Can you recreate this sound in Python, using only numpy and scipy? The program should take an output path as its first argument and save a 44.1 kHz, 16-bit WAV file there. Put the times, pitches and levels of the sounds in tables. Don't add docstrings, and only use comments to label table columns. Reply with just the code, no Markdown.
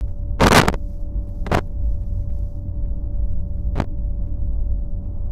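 import sys
import numpy as np
from scipy import signal
from scipy.fft import rfft, irfft
from scipy.io import wavfile
from scipy.ndimage import uniform_filter1d

SR = 44100
rng = np.random.default_rng(int(sys.argv[2]) if len(sys.argv) > 2 else 0)


def wrap_up_sound(samples):
    columns = np.atleast_2d(samples).T
    tamed = np.clip(columns, -1, 1)
    steps = np.round(tamed * 32767).astype(np.int16)
    wavfile.write(sys.argv[1], SR, steps)


def volts_from_decibels(level):
    exponent = np.asarray(level, float) / 20
    return 10 ** exponent


N = 234523

# (start [s], length [ms], height [dB], spike width [ms])
RIDGE_RUNS = [(.4093, 5.7, -4.5, .55), (.4171, 2, -3, .82), (.4227, 3.7, -1.5, .56), (.4339, 2, -.4, .38),
              (.4616, 1, -1.6, .37), (.4652, 1.6, -3.7, .47), (.4686, 3.3, -1.6, .35),
              (.4809, 3.3, -6.5, .32), (.486, 2.6, -10, .24), (.509, 2.7, -1.5, .42),
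              (.5197, 1.3, -1.5, .21), (.5272, 1.2, -3.6, .23), (.5314, 1.3, -2, .3),
              (.5465, 4.6, -2.7, .2), (.5532, 2.3, -7, .16), (.5596, 4.3, -2, .3), (.5655, 4.5, -.5, .45),
              (.5707, 3.5, -.1, .3), (.5785, 4.9, -1.5, .3), (.5848, 3, -1.3, .17), (.5917, 3, -3.3, .5),
              (.5988, 1.4, -2.2, .3), (.6143, 1.5, -5.6, .14), (.6181, 1.5, -5.3, .4),
              (.6829, 2.4, -3.1, .21), (1.5271, 2.1, -4.5, .49), (1.54, 2.3, -12, .29),
              (1.5492, 2.8, -5, .4), (1.5876, 3.9, -13, .47), (3.8012, 1.2, -3, .45)]
# (time [s], height [dB], spike width [ms])
RIDGE_POPS = [(.4281, -5.9, .56), (.4382, -8.3, .77), (.4465, -.5, 1.18), (.4573, -2.3, .73),
              (.4782, -2.8, .46), (.5176, -2, .22), (.5227, -.8, .23), (.5251, -5.7, .18),
              (.5366, -3.4, .33), (.6352, -4.3, .45), (.7434, -10.6, .38), (.6585, -9.6, .82),
              (.6607, -10.5, .54), (.6787, -5.3, .28), (.6899, -8.7, .54), (.7002, -9, .5),
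              (.7294, -10.2, 1.02), (.7414, -7.6, .42), (1.4734, -12.8, .71), (1.5164, -5, .52),
              (1.5183, -4, .53), (1.5213, -6.1, .4), (1.5449, -3.4, .35), (1.5477, -1.3, .12),
              (1.5727, -1.7, .43), (3.7571, -18, .6), (3.7788, -14, .8), (3.7863, -13, .55),
              (3.8209, -9.5, .95), (3.8423, -23, .9)]
# (start [s], length [s], level [dB])
FINGER_DRAGS = [(.395, 0.0072, -31), (.407, 0.062, -23), (.493, 0.013, -39.5), (.507, 0.074, -29),
                (.547, 0.054, -20), (.603, 0.058, -31), (.67, .031, -35), (.705, 0.039, -52.5),
                (.741, 0.0068, -44), (.749, 0.0065, -48), (1.455, 0.043, -49), (1.4655, .0015, -27),
                (1.5, 0.013, -42), (1.516, 0.036, -28), (1.558, 0.0358, -32), (1.598, 0.013, -44.5),
                (3.754, 0.047, -41), (3.802, 0.0025, -23), (3.808, 0.023, -47.5), (3.84, 0.01, -48)]
# (start [s], length [s], level [dB])
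HAND_RUSTLES = [(.07, .04, -77), (.78, .07, -74), (.88, .07, -71), (1.3, .36, -74), (1.88, .05, -73),
                (2.07, .02, -74.5), (2.14, .08, -73), (2.35, .17, -73), (3.31, .05, -78), (3.5, .2, -83)]
# (frequency [Hz], level [dB per Hz])
SKIN_COLOUR = [(1200, -14), (2800, -11), (3500, -8), (5800, 0), (7700, -7), (10700, -8), (14000, -6),
               (15300, -11)]
# (time [s], knock level [dB], tick level [dB])
KNOCKS_AND_TICKS = [(0.0774, -56, -69), (0.0894, -63, -70), (0.8994, -64, -66), (0.9344, -65, -64),
                    (1.1394, -65, -75), (1.2194, -66, -72), (1.2744, -63, -62), (1.2894, -62, -62),
                    (1.3494, -68, -67), (1.6724, -63, -61), (1.7194, -69, -69), (2.0194, -62, -66),
                    (2.0354, -62, -65), (2.1354, -68, -64), (2.2254, -64, -70), (2.2967, -57, -69),
                    (2.3654, -68, -60), (2.3894, -69, -62), (2.8514, -62, -81), (3.1394, -62, -80),
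                    (3.3094, -71, -68), (3.5744, -64, -74), (3.9794, -67, -78), (4.2624, -64, -67),
                    (4.2714, -64, -72), (4.2864, -69, -68), (4.3424, -70, -70), (5.0444, -66, -69)]
# (time [s], short ripples [dB], long waves [dB])
ROAD_SURFACE = [(0, 6.5, -6), (.13, -4, -2), (.3, 5, -0.5), (.6, -1.5, 3), (.8, 5, -1.5), (.98, -11, 0.5),
                (1.14, 9, 0.5), (1.33, -3, 0.5), (1.53, 2, 0.5), (1.66, -6, -4.5), (1.85, 6, 0),
                (2.4, 3, 0.5), (2.63, -8.5, -6.5), (2.88, 4.5, -0.5), (3.7, 0.5, 0), (4.3, 2, -0.5),
                (4.7, 3, 2.5), (5.32, -0.5, 0)]
# (frequency [Hz], width [Hz], level [dB])
BODY_MODES = [(14, 9, 0), (26, 12, -4), (37, 10, -6)]
# (frequency [Hz], width [Hz], level [dB])
FLOOR_MODES = [(52, 5, 0), (63, 5, -8)]
# (frequency [Hz], width [Hz], level [dB])
AIR_MODES = [(81, 17, -7), (89, 15, 9)]
# (frequency [Hz], width [Hz], level [dB])
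PANEL_MODES = [(112, 38, 0.5), (150, 31, -6), (180, 10, -3), (192, 56, -2), (235, 36, -9.5), (297, 32, -4)]
# (level [dB], share of ripples [dB/dB], share of waves [dB/dB], wander [dB])
ROAD_ANSWER = [
    (-24, 0, 0.98, 1.24),
    (-29.5, 1.2, 0, 2.5),
    (-32, 0.37, -.3, 2),
    (-41.5, 0.23, -0.18, 1.56),
]
# (frequency [Hz], level [dB per Hz])
ROAR_COLOUR = [(250, -12), (330, -2), (420, -6.5), (700, -7), (900, -12), (1300, -24), (1700, -35),
               (2300, -44), (3800, -52)]
# (time [s], frequency [Hz], level [dB])
GEAR_HUM = [(0, 574, -51), (.35, 575, -50.5), (1.4, 575.3, -50.5), (1.9, 575, -50.5), (2.9, 576.8, -50.5),
            (3.7, 576.8, -51), (4.1, 575.9, -51), (5.32, 575.5, -51.5)]


def curve(rows):
    s, *columns = np.transpose(rows)
    return [np.interp(np.arange(N) / SR, s, c) for c in columns]


def spells(rows, rest_db, rise_db_s, fall_db_s):
    t = np.arange(N) / SR
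    level = np.full(N, float(rest_db))
    for start, length, db in rows:
        too_early = np.maximum(start - t, 0)
        too_late = np.maximum(t - start - length, 0)
        level = np.maximum(level, db - rise_db_s * too_early - fall_db_s * too_late)
    return level


def unit(x):
    return x / np.sqrt(np.mean(x ** 2))


def walk(rate):
    k = int(SR / rate)
    steps = np.repeat(rng.standard_normal(N // k + 1), k)
    return unit(uniform_filter1d(uniform_filter1d(steps, k), k)[:N])


def shaped(gain):
    hz = np.maximum(np.fft.rfftfreq(N, 1 / SR), 1)
    return unit(irfft(rfft(rng.standard_normal(N)) * gain(hz), N))


def coloured(points):
    hz, db = np.transpose(points)
    return shaped(lambda f: volts_from_decibels(np.interp(np.log(f), np.log(hz), db, left=-90, right=-90)))


def ringing(modes):
    def resonance(f, hz, width, db):
        return volts_from_decibels(2 * db) / width / (1 + ((f - hz ** 2 / f) / width) ** 2) ** 1.576

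    x = shaped(lambda f: np.sqrt(sum(resonance(f, *mode) for mode in modes)))
    x = signal.sosfilt(signal.butter(2, 800, fs=SR, output="sos"), x)
    swell = uniform_filter1d(uniform_filter1d(x ** 2, size=4400), size=4400)
    return unit(x / swell ** .25)


def add_spike(out, s, height, width_ms, lean):
    tip_round = .05
    tau = max(width_ms, .03) * SR / 1000 / np.log(4)
    k = np.arange(max(int(s * SR - 9 * tau), 0), min(int(s * SR + 9 * tau), N))
    t = (k - s * SR) / tau
    leaning = np.where(t < 0, t * lean, t / lean)
    out[k] += height * np.exp(tip_round - np.hypot(leaning, tip_round))


def ridge_spikes():
    ridge_gap_ms, gap_per_width = .4, 1.3
    push, haste = np.zeros((2, N))
    runs = RIDGE_RUNS + [(s, 0, db, width_ms) for s, db, width_ms in RIDGE_POPS]
    chances = rng.standard_normal((len(runs), 4, 16))
    for (s, ms, db, width_ms), (shift, *variety) in zip(runs, chances):
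        spikes = 1 + round(ms / (ridge_gap_ms + gap_per_width * width_ms))
        order = np.arange(spikes)
        last = max(spikes - 1, 1)
        inner = (order % last) > 0
        places = (order + inner * np.clip(.29 * shift[:spikes], -.4, .4)) / last
        over = np.clip((db + 5.5) / 4, 0, 1)
        crowd = min(spikes - 1, 2) / 2
        fast = np.clip((.45 - width_ms) / .2, 0, 1)
        add_spike(haste, s + ms / 2000, volts_from_decibels(db) * crowd * fast, .7 * ms + .3, 1.)
        for place, size, wide, lean in zip(places, *variety):
            height = volts_from_decibels(db + 1.8 + 4.5 * over + 1.8 * crowd * size)
            spike_ms = width_ms * volts_from_decibels(-2.5 * over + 2.2 * crowd * wide)
            add_spike(push, s + place * ms / 1000, height, spike_ms, volts_from_decibels(1.5 * lean - 1.5))
    chatter = unit(signal.lfilter(*signal.butter(1, 1500, fs=SR), rng.standard_normal(N)))
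    return push * volts_from_decibels((.59 + 14.0 * haste) * chatter)


def drag_grit():
    grit_per_s, soft_widens = 3000, .41
    grit = np.zeros(N)
    chance = rng.random((N, 3))
    drag_db = spells(FINGER_DRAGS, -120, 6001.5, 5997) + 2.5 * walk(250)
    for i in np.flatnonzero((chance[:, 0] < grit_per_s / SR) & (drag_db > -70)):
        _, size, wide = chance[i]
        height = volts_from_decibels(drag_db[i] - 6.4 * np.log(size + .022))
        width_ms = (.093 + .14 * wide) * volts_from_decibels(-soft_widens * (drag_db[i] + 23))
        add_spike(grit, i / SR, height, width_ms, 1.)
    return grit


def fingertip():
    capsule_top, port_hz, port_leak_hz = 1.3, 11200, 58.3
    rebound_hz, rebound = 198, .36
    push = ridge_spikes()
    capsule = capsule_top * np.tanh((push / capsule_top) ** 2) ** .5 + drag_grit()
    rounded = signal.lfilter(*signal.butter(1, port_hz, fs=SR), capsule)
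    rounded -= rebound * signal.lfilter(*signal.butter(1, rebound_hz, fs=SR), rounded)
    return signal.lfilter(*signal.butter(1, port_leak_hz, "high", fs=SR), rounded)


def hand_rustle():
    level_db = spells(HAND_RUSTLES, rest_db=-87, rise_db_s=90, fall_db_s=75)
    return coloured(SKIN_COLOUR) * volts_from_decibels(level_db + 2.5 + 1.5 * walk(60))


def knocks_and_ticks():
    out = np.zeros(N)
    t = np.arange(700) / SR
    dull = signal.butter(2, (500, 2200), "band", fs=SR, output="sos")
    thin = signal.butter(2, 3800, "high", fs=SR, output="sos")
    grains = rng.standard_normal((len(KNOCKS_AND_TICKS), 2, 700))
    for (s, knock_db, tick_db), grain in zip(KNOCKS_AND_TICKS, grains):
        knock = signal.sosfilt(dull, grain[0] * t / .003 * np.exp(-t / .004))
        tick = signal.sosfilt(thin, grain[1] * np.exp(-t / .0004))
        start = int(s * SR)
        out[start:start + 700] += volts_from_decibels(knock_db + 13) * knock + volts_from_decibels(tick_db + 12) * tick
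    return out


def cabin_boom():
    ripples, waves = curve(ROAD_SURFACE)
    boom = np.zeros(N)
    parts = (BODY_MODES, FLOOR_MODES, AIR_MODES, PANEL_MODES)
    for (db, ripple_share, wave_share, wander_db), modes in zip(ROAD_ANSWER, parts):
        level_db = db + ripple_share * ripples + wave_share * waves + wander_db * walk(7)
        boom += volts_from_decibels(level_db) * ringing(modes)
    return boom


def tyre_roar():
    return coloured(ROAR_COLOUR) * volts_from_decibels(-56.5 + 1.2 * walk(6) + 1.2 * walk(30))


def tone(hz, level_db):
    return np.sqrt(2) * volts_from_decibels(level_db) * np.sin(2 * np.pi * np.cumsum(hz) / SR)


def engine_drone():
    return tone(178 + .8 * walk(3), -47 + 2.5 * walk(5))


def gear_hum():
    hz, db = curve(GEAR_HUM)
    return tone(hz + .4 * walk(6), db + .8 * walk(12))


def circuit_whine():
    level_db = spells([(3.66, .24, -78)], rest_db=-86.5, rise_db_s=200, fall_db_s=200)
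    return tone(np.full(N, 14999.), level_db)


def scene():
    touch = fingertip() + hand_rustle() + knocks_and_ticks()
    coach = cabin_boom() + tyre_roar() + engine_drone() + gear_hum()
    return (touch + coach + circuit_whine())[None]


def top_cut(x):
    return signal.sosfilt(signal.butter(12, 16470, fs=SR, output="sos"), x)


def record(dry):
    start_s, top, hiss_db = .0098, .7, -86
    t = np.arange(N) / SR
    opening = np.clip(.25 + (t - start_s) / .01, 0, 1) * (np.arange(N) > start_s * SR)
    live = (dry + volts_from_decibels(hiss_db) * rng.standard_normal(N)) * opening
    clipped = live / (1 + np.abs(live / top) ** 8) ** (1 / 8)
    mix = signal.sosfilt(signal.cheby1(8, .5, 15400, fs=SR, output="sos"), clipped)
    return top_cut(mix)


dry = scene()
out = record(dry)
wrap_up_sound(out)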